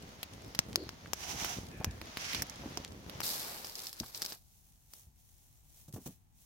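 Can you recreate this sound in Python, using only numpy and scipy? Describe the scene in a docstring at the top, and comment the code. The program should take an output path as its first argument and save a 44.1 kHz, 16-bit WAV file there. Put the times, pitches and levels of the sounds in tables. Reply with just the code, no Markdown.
"""Twig fire, then snow

A small twig fire burns against a rock: flames flutter, steam hisses, sap spits and twigs snap in the
heat. Someone beside it shifts their boots, and their trouser legs brush with a swish. After about
three seconds the fire gives way to a quiet snowfield, where a sleeve rustles and fingers crunch the
crust around a small peg and tug at it. All is heard in stereo from about a metre away."""
import sys
import numpy as np
from scipy import signal
from scipy.fft import rfft, irfft
from scipy.io import wavfile
from scipy.ndimage import uniform_filter1d

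SR = 44100
rng = np.random.default_rng(int(sys.argv[2]) if len(sys.argv) > 2 else 0)


def to_wav(s):
    """Save 16-bit WAV."""
    ch = np.atleast_2d(s).T  # columns
    pcm = np.round(np.clip(ch, -1, 1) * 32767)  # PCM
    wavfile.write(sys.argv[1], SR, pcm.astype(np.int16))


N = 284600
T = np.arange(N) / SR
FREQ = np.maximum(np.arange(N // 2 + 1) * SR / N, 1)

# How alike the two microphones hear a noise: f/Hz, correlation (1 = the same)
MIC_LIKENESS = [(120, 1), (300, 0.74), (650, 0.21), (1400, -0.36), (3000, 0.027)]
# The tone of each noise, or how strong its low and high parts are: f/Hz, level/dB
AIR_TONE = [(50, 4), (160, -5.5), (320, -19), (560, -33.5), (770, -16.5), (1100, -25.5), (15500, -36.5)]
SWISH_OUT_TONE = [(250, -23), (800, -4.5), (1400, -6.5), (3000, -5), (4500, -9.5), (5900, -2), (6800, -8.5),
                  (7700, -14.5), (15500, -18)]
SWISH_BACK_TONE = [(250, -13.5), (800, -5), (1300, 2.5), (2400, 7.5), (3900, 0.5), (5700, 5.5), (7700, -7),
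                   (15500, -13)]
RUB_TONE = [(300, -8.5), (700, -4.5), (1400, -11), (3600, -5), (5000, -6), (5800, 1), (8000, -2),
            (15000, -0.5)]
NYLON_TONE = [(1200, -47), (2900, -6), (3800, 3.5), (5000, 5.5), (6800, 0), (10000, -1), (13000, 4),
              (15500, -3)]
CLOTH_TONE = [(50, -11), (130, 0.5), (750, 3.5), (1800, -0.5), (2700, -2), (8000, -21.5)]
FLAME_TONE = [(25, -37.5), (50, -1), (90, 1.25), (250, -4.5), (600, -13.5), (3000, -35.5)]
STEAM_TONE = [(200, -16), (600, 2), (2500, -3), (6600, -6), (7600, -18.5), (15500, -20)]
# Trouser legs brushing, twice out and once back: t/s, length/s, level/dB, slope/(dB/s), release/s
LEG_SWISHES = [(1.216, .11, -43.5, 17, 0.14), (1.392, 0.15, -37, -21, 0.11), (2.218, 0.18, -41, 18, 0.032)]
# How much louder the swish is left or right at each pitch: f/Hz, left minus right/dB
SWISH_BALANCE = [(380, 24), (700, -19.5), (1290, 3), (6600, -9.5), (8500, -2.5)]
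# Dull bumps of flame, boots and hand: t/s, level/dB, f/Hz, decay/s
BUMPS = [(0.5899, -36, 165, 0.0034), (.861, -43.5, 111, 0.0045), (1.0593, -45, 1670, 0.0026),
         (1.812, -50, 710, 0.056), (1.867, -33.5, 75, 0.021), (2.636, -51, 620, 0.025),
         (2.659, -40, 244, 0.014), (2.774, -39.5, 524, 0.0051), (4.005, -46.5, 87, 0.035),
         (4.007, -41.5, 225, 0.014), (4.034, -46.5, 1100, 0.0057), (5.064, -57.5, 71, 0.033)]
# Fingers sliding along the peg and its cord: t/s, length/s, level/dB
FINGER_SLIDES = [(4.35, 0.49, -67), (4.945, 0.069, -58.5), (5.19, 0.56, -66), (5.78, 0.067, -58.5),
                 (5.97, 0.15, -60), (6.37, 0.096, -64.5)]
# Tugs at the peg: t/s, thump level/dB, thump f/Hz, scrape level/dB
PEG_TUGS = [(5.882, -50, 140, -55), (5.938, -41, 104, -46.5), (5.962, -45, 216, -48),
            (6.061, -42.5, 149, -45)]
# Snow crust and peg ticking under the fingers: t/s, body/dB, snap/dB, icy fizz/dB
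CRUST_TICKS = [(3.302, -59, -40, -50), (3.6457, -46, -41.5, -49), (3.6965, -66, -46, -51),
               (3.754, -56, -40, -47), (3.869, -58, -38.5, -45), (3.929, -57, -46.5, -45),
               (4.0003, -57, -34, -42.5), (4.1474, -57, -39, -58), (4.2198, -44, -34, -36),
               (4.2253, -46.5, -37, -42), (4.2503, -46, -40, -41), (4.2612, -51, -37.5, -44),
               (4.3221, -46.5, -43.5, -54), (4.9358, -57.5, -52.5, -48.5), (5.9264, -68, -60, -54)]
# Wrist moves that crease the sleeve: t/s, length/s, level/dB
SLEEVE_CREASES = [(3.67, 0.025, -49.5), (3.77, 0.12, -48.5), (3.96, 0.14, -54), (4.16, 0.18, -49)]
# Beads of sap bursting: t/s, level/dB
SAP_SPITS = [(0.024, -52.5), (0.335, -52.5), (0.4457, -55.5), (0.4695, -68), (1.462, -49), (1.6675, -54),
             (1.686, -55), (1.9098, -51.5), (2.468, -53), (2.5584, -51), (2.8779, -53.5)]
# Sap whistling out of a twig: t/s, length/s, level/dB, f/Hz
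SAP_WHISTLES = [(0.427, 0.11, -67.5, 5200), (0.791, 0.04, -55.5, 4380), (1.724, 0.16, -61, 2430),
                (1.727, 0.2, -62, 1700)]
# Damp wood letting out extra steam: t/s, length/s, level/dB
STEAM_PUFFS = [(2.04, 0.817, -52.5), (3.12, 0.086, -53)]
# Twigs snapping: t/s, woody body/dB, snap/dB, fizz/dB, snap f/Hz, relative tail/dB, left minus right/dB
TWIG_SNAPS = [(0.2302, -44.5, -38, -39, 3330, -2, 0), (0.5492, -43.5, -41.5, -45, 4180, -5, -4),
              (0.5905, -28.5, -23.5, -32.5, 5600, -14.5, 1.0), (0.7580, -34.5, -24.5, -32, 4850, -17.5, 3),
              (0.8916, -42.5, -43, -53, 5240, -13, 2), (1.1333, -33.5, -31.5, -34.5, 5700, -9.5, 0.5),
              (1.4460, -34.5, -55, -38.5, 4550, -2.5, 0.5), (1.845, -33, -32, -34, 5640, -12, -2),
              (2.015, -42.5, -48.5, -50, 3430, -8, -2), (2.1714, -38, -38.5, -42, 3580, -5.5, 0),
              (2.332, -50, -37.5, -44.5, 3100, -4, -3), (2.3472, -42, -32, -43, 3600, -4, -4),
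              (2.421, -35, -33, -32.5, 5700, -0.5, -2), (2.4972, -57, -46, -53, 5970, -9, -11),
              (2.7732, -39.5, -36, -48, 5330, -9, -4), (3.0968, -46, -45.5, -49, 4060, -6, -2),
              (3.204, -37, -40, -38, 5350, -4, 2), (3.216, -40, -60, -65, 3500, -1, 2)]

CRUNCH_HZ, SPIT_HZ = 5020, 4300
POP_WINDOW_S = 0.006  # a pop's level is its energy spread over this time


def amp(db):
    """Turn decibels into a factor to multiply by."""
    return 10 ** (np.asarray(db) / 20)


def over_hz(points):
    """Join (Hz, value) points into a curve, giving each octave equal room."""
    hz, value = np.transpose(points)
    return np.interp(np.log(FREQ), np.log(hz), value)


def panned(x, db):
    """Make the left side db louder than the right."""
    return x * amp(np.array([[db], [-db]]) / 2)


def ring(x, hz, width_hz):
    """Let x ring around one pitch; a narrower width gives a clearer note."""
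    return signal.lfilter(*signal.iirpeak(hz, hz / min(width_hz, .4 * SR), fs=SR), x)


def level(x, db=0, seconds=N / SR):
    """Scale x so that its energy, spread over the given time, has this level."""
    return x * amp(db) / np.sqrt(np.mean(np.sum(x ** 2, axis=-1)) / (seconds * SR))


def add(out, start_s, x):
    """Mix x into out from the given time."""
    k = int(start_s * SR)
    out[:, k:k + x.shape[1]] += x[:, :N - k]


def walk(rate):
    """A smooth random wander that heads for a new value rate times a second."""
    hold = int(SR / rate)
    steps = np.repeat(rng.standard_normal(N // hold + 1), hold)
    return uniform_filter1d(uniform_filter1d(steps, hold), hold)[:N]


def stroke(start_s, length_s, db, attack_s, release_s, slope=0):
    """Loudness of one event: rise 20 dB per attack_s, drift by slope dB/s, fall 20 dB per release_s."""
    t = T - start_s
    outside = np.maximum(-t, 0) / attack_s + np.maximum(t - length_s, 0) / release_s
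    return amp(db + slope * np.clip(t, 0, length_s) - 20 * np.minimum(outside, 10))


def strokes(table, attack_s, release_s):
    """Joint loudness of several events, given as rows of t/s, length/s, level/dB."""
    return np.sqrt(sum(stroke(*row, attack_s, release_s) ** 2 for row in table))


def grains(rate, spread_db):
    """Tiny random bursts of very unequal size, about rate a second."""
    hits = rng.random(N) < rate / SR
    sizes = hits * amp(spread_db * np.minimum(rng.exponential(size=N), 4))
    fades = signal.lfilter([1], [1, -.85], sizes)
    return level(fades * rng.standard_normal((2, N)))


def texture(tone, rate, spread_db, grain_db):
    """Grainy stereo noise with the given tone; the bass is alike on both sides."""
    noise = rng.standard_normal((2, N)) + amp(grain_db) * grains(rate, spread_db)
    mid, side = rfft(noise) * amp(over_hz(tone))
    alike = np.clip(over_hz(MIC_LIKENESS), -1, 1)
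    mid, side = mid * np.sqrt(1 + alike), side * np.sqrt(1 - alike)
    return level(irfft([mid + side, mid - side], N))


def fractures(table, burst_s, tail_s, body_hz, snap_width_hz, fizz_hz):
    """Each break is a pressure pulse and a flurry of tiny tears, then sound scattered by the ground."""
    out, t = np.zeros((2, N)), T[:SR // 20]
    splinter_lag = int(0.00021 * SR)
    for start_s, body_db, snap_db, fizz_db, snap_hz, tail_db, pan_db in table:
        tears, scatter = rng.standard_normal((2, 2, len(t)))
        since_arrival = t - rng.random((2, 1)) * .0002  # reaches each microphone a moment apart
        pulse = level((since_arrival >= 0) * np.exp(-np.abs(since_arrival) / .00004))
        tears = level(tears * np.exp(-t / burst_s))
        scatter = level(scatter * np.exp(-t / tail_s), tail_db + 8.5)
        blow = pulse + tears + scatter
        body = level(ring(ring(blow, body_hz, 5100), body_hz, 4800)) + level(ring(blow, 240, 520), -1.5)
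        # the splinter rings just after the break, at a pitch set by its size
        kick = np.roll(pulse + scatter, splinter_lag, axis=1)
        snap = ring(ring(kick, snap_hz, snap_width_hz), snap_hz, 3800)
        fizz = ring(ring(tears + scatter, fizz_hz, 7000), fizz_hz, 14000)
        parts = (body, body_db), (snap, snap_db), (fizz, fizz_db)
        crack = sum(level(x, db, POP_WINDOW_S) for x, db in parts)
        add(out, start_s, panned(crack, pan_db))
    return out


def air():
    """A faint outdoor rumble and thin hiss, with a light breeze mostly on the left microphone."""
    rumble = texture(AIR_TONE, rate=310, spread_db=2, grain_db=-12) * amp(-67 + walk(3.5))
    buffeting = ring(ring(rng.standard_normal((2, N)), 76, 56), 55, 90)
    breeze = level(buffeting * amp(2.4 * walk(4.9)), -70)
    return rumble + panned(breeze, 7.9)


def trousers(swish, tone):
    """Threads catch and slip over each other as a leg moves."""
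    start_s, length_s, db, slope, release_s = swish
    threads = texture(tone, rate=960, spread_db=3, grain_db=-8) * amp(1.9 * walk(70))
    balance = amp(np.outer([1, -1], over_hz(SWISH_BALANCE)) / 2)
    movement = stroke(start_s, length_s, db, attack_s=0.093, release_s=release_s, slope=slope)
    return movement * level(irfft(rfft(threads) * balance, N))


def thuds(table, hardness):
    """A soft push and a short crumble make a dull bump; more hardness lets more treble through."""
    out, t = np.zeros((2, N)), T[:SR // 5]
    for start_s, db, hz, decay_s in table:
        noise = rng.standard_normal(len(t)) + 0.19 * rng.standard_normal((2, len(t)))
        crumble = noise * np.exp(-t / decay_s)
        push = np.exp(-t * hz * 5)
        blow = level(ring(crumble, hz, 0.44 * hz)) + level(ring(push, hz, .5 * hz), -1.5)
        add(out, start_s, level(ring(blow, hz, hardness * hz), db, decay_s))
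    return out


def hand(scrape_s=0.011, thump_decay_s=0.02):
    """Fingers rub the cord in small uneven slips; each tug scrapes the peg and thumps the snow."""
    slide = strokes(FINGER_SLIDES, attack_s=0.12, release_s=0.12)
    scrape = strokes([(s, scrape_s, db) for s, _, _, db in PEG_TUGS], attack_s=0.0093, release_s=0.018)
    rub = texture(RUB_TONE, rate=540, spread_db=-1, grain_db=-3.5) * amp(2.06 * walk(23))
    thumps = thuds([(s, db, hz, thump_decay_s) for s, db, hz, _ in PEG_TUGS], hardness=3.9)
    return np.hypot(slide, scrape) * rub + thumps


def crust(tail_db=-6, pan_db=0):
    """The snow crust breaks in small ticks around the peg, straight ahead."""
    breaks = [(*tick, CRUNCH_HZ, tail_db, pan_db) for tick in CRUST_TICKS]
    return fractures(breaks, burst_s=0.0008, tail_s=0.0035,
                     body_hz=1160, snap_width_hz=1500, fizz_hz=12500)


def sleeve(reach_s=3.234, length_s=0.33):
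    """A sleeve swishes forward, then creases with each wrist move as snow crumbles under the fingers."""
    # the arm shoots out and slows: the nylon hiss drops quickly, the low rustle lingers
    nylon = stroke(reach_s, length_s, db=-33.5, attack_s=0.0089, release_s=0.66, slope=-43)
    cloth = stroke(reach_s, length_s, db=-46, attack_s=0.0095, release_s=0.33, slope=-9)
    crease = strokes(SLEEVE_CREASES, attack_s=0.08, release_s=0.045)
    hiss = texture(NYLON_TONE, rate=2100, spread_db=-1.5, grain_db=2.5)
    grit = amp(4.2 * walk(150))
    folds = texture(CLOTH_TONE, rate=600, spread_db=1, grain_db=-5)
    crumbs = grains(rate=150, spread_db=4.5)
    crunch = level(ring(ring(crumbs, CRUNCH_HZ, 2800), CRUNCH_HZ, CRUNCH_HZ), -5)
    rustle = np.hypot(nylon, crease * grit) * hiss + np.hypot(cloth, amp(-6.5) * crease) * folds
    return rustle + crease * crunch


def gas_jet():
    """Gas escapes from a split twig, losing pressure, and its flame flutters with a hollow note."""
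    flutter = level(ring(ring(rng.standard_normal(N), 317, 130), 370, 200))
    pressure = stroke(start_s=.775, length_s=0.07, db=-44, attack_s=0.02, release_s=0.038, slope=-95.5)
    return pressure * panned(flutter, 2.1)


def whistle(hz):
    """Gas blows through a small vent, making a breathy note whose pitch wavers."""
    width_hz = 0.17 * hz
    note = ring(ring(rng.standard_normal((2, N)), hz, width_hz), hz, width_hz)
    wavering_time = T + np.cumsum(0.025 * walk(22)) / SR  # running fast or slow bends the pitch
    return level(np.array([np.interp(wavering_time, T, side, period=N / SR) for side in note]))


def spit_ring(x):
    """Give x the broad, bright tone of bursting sap."""
    return ring(ring(x, SPIT_HZ, 6000), SPIT_HZ, 9000)


def sizzle(spit_decay_s=0.0036):
    """Sap boils out of the twigs: beads burst with a tick and narrow cracks whistle."""
    spits, t = np.zeros((2, N)), T[:SR // 20]
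    for start_s, db in SAP_SPITS:
        burst = rng.standard_normal((2, len(t))) * np.exp(-t / spit_decay_s)
        add(spits, start_s, level(spit_ring(burst), db, POP_WINDOW_S))
    whistles = sum(whistle(hz) * stroke(start_s, length_s, db, attack_s=0.044, release_s=0.12)
                   for start_s, length_s, db, hz in SAP_WHISTLES)
    return spits + whistles


def fire(growth_db_per_s=1.28, drying_db_per_s=-1):
    """Flames puff and grow as the fire catches; damp wood hisses and crackles, less as it dries."""
    burning = stroke(start_s=0, length_s=3.216, db=0, attack_s=1, release_s=0.11)
    flame = burning * amp(-54 + growth_db_per_s * T)
    surges = strokes(STEAM_PUFFS, attack_s=0.1, release_s=0.045)
    steam = np.hypot(burning * amp(-57 + drying_db_per_s * T), surges)
    rumble = texture(FLAME_TONE, rate=90, spread_db=-0.5, grain_db=-0.5) * amp(4.55 * walk(21.85))
    hiss = texture(STEAM_TONE, rate=260, spread_db=4.5, grain_db=-9.5) * amp(1.2 * walk(42))
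    # steam finds small vents in the wood that slowly widen and narrow
    vents = sum(level(whistle(hz) * amp(2.1 * np.tanh(walk(0.77)))) for hz in (2100, 3200, 5700))
    crackle = level(spit_ring(grains(rate=34, spread_db=8.5)))
    return flame * rumble + steam * (hiss + amp(-17.5) * vents + amp(-9.5) * crackle)


def twigs():
    """Twigs snap in the heat, each with its own share of thump, ring and fizz."""
    return fractures(TWIG_SNAPS, burst_s=0.00067, tail_s=0.0043,
                     body_hz=1260, snap_width_hz=1700, fizz_hz=11500)


def scene():
    """Add up all the sources in the open air."""
    legs = sum(map(trousers, LEG_SWISHES, (SWISH_OUT_TONE, SWISH_OUT_TONE, SWISH_BACK_TONE)))
    campfire = twigs() + fire() + sizzle() + gas_jet()
    bumps = thuds(BUMPS, hardness=2.3)
    snowfield = sleeve() + crust() + hand()
    return air() + legs + bumps + snowfield + campfire


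def record(dry, bottom_hz=30, top_hz=15950):
    """The microphones lose the deepest bass and the highest treble."""
    bass_cut = signal.butter(2, bottom_hz, "high", fs=SR, output="sos")
    treble_cut = signal.ellip(10, .1, 70, top_hz, fs=SR, output="sos")
    return signal.sosfilt(treble_cut, signal.sosfilt(bass_cut, dry))


dry = scene()
out = record(dry)
to_wav(out)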